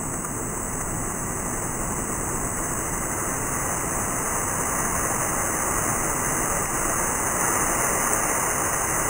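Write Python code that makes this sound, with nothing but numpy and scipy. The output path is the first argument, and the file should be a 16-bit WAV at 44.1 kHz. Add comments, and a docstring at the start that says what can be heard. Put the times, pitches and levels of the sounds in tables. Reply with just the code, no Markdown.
"""On open asphalt, a fire hose nozzle throws a wide cone of spray; the rush swells as the cone is opened.
Drops break up, fine mist hisses, hose and wet ground roar, and a far pump drones underneath.
The dull rush below 3 kHz repeats as mirrored bands of hiss around 8 and 16 kHz.
A thin, fluttering whine and a few brief clicks sit among that high hiss."""
import sys
import numpy as np
from scipy import signal
from scipy.fft import rfft, irfft, next_fast_len
from scipy.io import wavfile
from scipy.ndimage import uniform_filter1d, map_coordinates

SR = 44100
rng = np.random.default_rng(int(sys.argv[2]) if len(sys.argv) > 2 else 0)


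def persist_wave(psi):
    """Save psi, clipped to +-1, as 16-bit WAV."""
    counts = np.round(np.clip(psi, -1, 1) * 32767).astype(np.int16)
    wavfile.write(sys.argv[1], SR, np.atleast_2d(counts).T)


N = 400869

# How loud the spray is as the cone is turned. Each row: time in seconds, level in dB.
SPRAY_LEVELS = [(0, -38.5), (.4, -37), (1, -36.5), (1.5, -34.5), (2.2, -35), (3.5, -31.5), (4.5, -30.5),
                (5.2, -29), (7.3, -29), (7.45, -26.5), (8.4, -27), (8.65, -28.5), (9.09, -28)]
# The tone of drops breaking up. Each row: frequency in Hz, relative level in dB.
SPRAY_TONE = [(180, -40.5), (300, -7), (445, -5.5), (600, -4), (800, -3.5), (1000, -3), (1120, -1),
              (1215, -0.5), (1250, -3.5), (1500, -7), (1700, -7.5), (1860, -9.5), (1900, -24), (2500, -120)]
# The tone of the finest drops. Each row: frequency in Hz, relative level in dB.
MIST_TONE = [(1500, -120), (1840, -24.5), (1890, -0.5), (2010, -1), (2150, -7.5), (2300, -12.5),
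             (2520, -15), (2780, -11.5), (2930, -17), (3020, -16), (3300, -120)]
# The tone of pump, hose and water on the ground. Each row: frequency in Hz, relative level in dB.
ROAR_TONE = [(8.8, -31.5), (15, 1), (37, 0), (69, -5.5), (119, -3), (242, -5), (287, -10), (321, -4.5),
             (457, -10.5), (616, -18), (689, -12.5), (756, -19), (929, -12.5), (1300, -19.5), (1690, -47.5),
             (2860, -120)]
# The slow drift of the roar. Each row: time in seconds, level in dB.
ROAR_LEVELS = [(0, -33.5), (2.2, -31), (3.8, -32.5), (6, -31), (7.5, -32), (8.4, -34.5), (9.09, -32)]
# The pump's filter, applied twice. Each row: a band's centre in Hz, width in Hz, gain in dB.
PUMP_BANDS = [(32.2, 13, -0.5), (100.6, 14, -1), (130.3, 14, -0.5), (160.8, 18, -2), (249.5, 21.6, -0.5)]
# The mirrored hiss. Each row: frequency in the rush in Hz, gains in dB for the copies above 8 kHz,
# below 8 kHz and below 16 kHz, how closely they follow the rush (0-1), the echo's share (0-1).
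MIRRORS = [(20, -9.5, -7.5, -15, 0.2, 0), (300, -9, -6.5, -14, 0.2, .15), (600, -8, -7.5, -15.5, .8, 0.6),
           (1130, -7, -7, -11, 1, 0.2), (1317, -2, -8, -10.5, .85, 0.3), (1550, 0.5, 2, -6, 0.9, 0.5),
           (1880, 1.5, 4, -7, 0.79, 0.22), (1907, -8, -8.5, -11.5, 1, 0.04), (2400, -7, -8.5, -8.5, 1, 0.1),
           (3030, -5.5, -5, -7, 0.5, 0.07)]
# The tone of the thin whine. Each row: distance from 8 kHz in Hz, relative level in dB.
WHINE_TONE = [(6, -23), (9, -7), (10.5, 27.5), (12, -6), (16, -13.5), (40, -23), (250, -27), (500, -69)]
# The spray sputters. Each row: time in seconds, rise in dB.
SPUTTERS = [(.14, 5), (.25, 6.5), (.732, 8.5), (.813, 8.5), (7.955, 3)]
# Brief high clicks. Each row: time in seconds, strength in dB.
CLICKS = [(.631, -19), (6.14, -24), (6.635, -23), (8.1347, -9.5)]

MIRROR_HZ, ECHO_DELAY_S = 8000, .0081
RUSH_TOP_HZ, TREBLE_TOP_HZ = 3020, 15730
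ROWS = 4  # one noise for the low rush, plus one for each mirrored band
TIME = np.arange(N) / SR


def amp(db):
    """Turn decibels into a number to multiply by."""
    return 10 ** (np.asarray(db) / 20)


def unit(x):
    """Scale a signal to an average (rms) size of 1."""
    return x / np.sqrt(np.mean(x ** 2) + 1e-20)


def look_up(table, hz, column=1):
    """Read between the rows of a table that starts with Hz, on a log scale."""
    columns = np.transpose(table)
    return np.interp(np.log(hz + 1), np.log(columns[0] + 1), columns[column])


def wobble(rate):
    """A smooth curve through `rate` random points a second."""
    return map_coordinates(rng.standard_normal(int(N * rate / SR) + 4), [TIME * rate])


def bumps(rows, half_s):
    """Bell-shaped bumps. Each row: time in seconds, height."""
    return sum(height * np.exp(-.5 * ((TIME - at) / half_s) ** 2) for at, height in rows)


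def filtered(x, response):
    """Multiply each frequency in x by response(hz)."""
    size = next_fast_len(N + SR // 2)
    return irfft(rfft(x, size) * response(np.fft.rfftfreq(size, 1 / SR)), size)[..., :N]


def echo(hz, share):
    """A filter that adds an 8 ms echo, which puts ripples in the tone."""
    return 1 + share * np.exp(-2j * np.pi * hz * ECHO_DELAY_S)


def rush(tone, patchy_db, count=ROWS):
    """Rows of separate noise with one tone, all sharing the same random louder and softer patches."""
    grid = signal.stft(rng.standard_normal((count, N)), nperseg=1024)[2]
    patches = uniform_filter1d(rng.standard_normal(grid.shape[1:]), size=5, axis=0)  # blur in pitch
    patches = uniform_filter1d(patches, size=4, axis=1)  # blur in time
    noise = signal.istft(grid * amp(patchy_db * unit(patches)), nperseg=1024)[1][:, :N]
    return unit(filtered(noise, lambda hz: amp(look_up(tone, hz))))


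def spray(level_db):
    """The jet breaks up into drops with a broad rush."""
    return amp(level_db) * filtered(rush(SPRAY_TONE, patchy_db=.82), lambda hz: echo(hz, -.15))


def mist(spray_db, surge_db):
    """The finest drops hiss higher up, swelling and surging with the spray."""
    swell_db = 1.06 * (spray_db - spray_db.mean())
    late_lift_db = np.clip((TIME - 7.4) / .36, 0, 1)  # 1 dB extra near the end
    return amp(-40.5 + swell_db + late_lift_db + .79 * surge_db) * rush(MIST_TONE, patchy_db=.44)


def roar(dip_db):
    """Pump, hose and water on the ground make a low roar that drifts at its own pace."""
    level_db = np.interp(TIME, *np.transpose(ROAR_LEVELS))
    return amp(level_db + dip_db) * rush(ROAR_TONE, patchy_db=.6)


def water():
    """Spray and mist surge together as the jet pulses; they and the roar dip briefly once."""
    spray_db = np.interp(TIME, *np.transpose(SPRAY_LEVELS))
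    dip_db = -3.5 * np.exp(-((TIME - 6.69) / .055) ** 4)
    surge_db = .27 * wobble(18) + .45 * wobble(40) + dip_db + bumps(SPUTTERS, half_s=.004)
    return spray(spray_db + surge_db) + mist(spray_db, surge_db) + roar(dip_db)


def pump():
    """The far pump drones in narrow bands of noise and slowly fades."""
    def bands(hz):
        return sum(amp(db) * 1j * hz * width / (centre ** 2 - hz ** 2 + 1j * hz * width)
                   for centre, width, db in PUMP_BANDS)
    level_db = -38 - .37 * TIME + .6 * wobble(.35)
    drone = filtered(rng.standard_normal((ROWS, N)), lambda hz: bands(hz) ** 2)
    return amp(level_db) * unit(drone)


def whine():
    """A thin, fluttering whine at 8 kHz."""
    flutter = amp(-40.5 + .6 * wobble(1.4)) * rush(WHINE_TONE, patchy_db=1.3, count=1)[0]
    return flutter * np.cos(2 * np.pi * MIRROR_HZ * TIME)


def mirrored_hiss(low_rush, other_rushes):
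    """The rush repeats as bands of hiss above (+1) or below (-1) multiples of 8 kHz."""
    hiss = np.zeros(N)
    for column, multiple, side in ((1, 1, 1), (2, 1, -1), (3, 2, -1)):
        def gain(hz):
            return amp(look_up(MIRRORS, hz, column)) * echo(hz, look_up(MIRRORS, hz, column=5))

        def alike(hz):  # how closely this band follows the low rush; the highest follows least
            return look_up(MIRRORS, hz, column=4) ** (multiple ** 2)

        band = filtered(low_rush, lambda hz: gain(hz) * np.sqrt(alike(hz)))
        band += filtered(other_rushes[column - 1], lambda hz: gain(hz) * np.sqrt(1 - alike(hz)))
        one_sided = signal.hilbert(band, next_fast_len(N))[:N]  # so the shift makes just one copy
        hiss += np.real(one_sided * np.exp(2j * np.pi * side * multiple * MIRROR_HZ * TIME))
    return hiss


def clicks():
    """Brief high clicks around 8 and 16 kHz."""
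    pulses = bumps([(at, amp(db)) for at, db in CLICKS], half_s=.0008)
    angle = 2 * np.pi * MIRROR_HZ * TIME
    return pulses * (np.cos(angle) + 2 * np.cos(2 * angle))


def splash(at_s=6.6565, level_db=-30):
    """Fine drops splash near the microphone: one tiny burst of hiss."""
    shape = bumps([(at_s, 1)], half_s=.0016)
    tone = [(1700, -45), (2000, 1), (2900, -5.5), (3100, -40.5)]  # each pair: Hz, relative dB
    burst = shape * rush(tone, patchy_db=1, count=1)[0]
    return amp(level_db) * burst * np.linalg.norm(shape) / np.linalg.norm(burst)


def scene():
    """The dull rush plus the high whine, hiss and clicks, in one channel."""
    low_rush, *other_rushes = filtered(water() + pump() + splash(), lambda hz: hz < RUSH_TOP_HZ)
    return (low_rush + whine() + mirrored_hiss(low_rush, other_rushes) + clicks())[None]


def record(dry):
    """Cut off the very highest treble."""
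    return filtered(dry, lambda hz: hz < TREBLE_TOP_HZ)


dry = scene()
out = record(dry)
persist_wave(out)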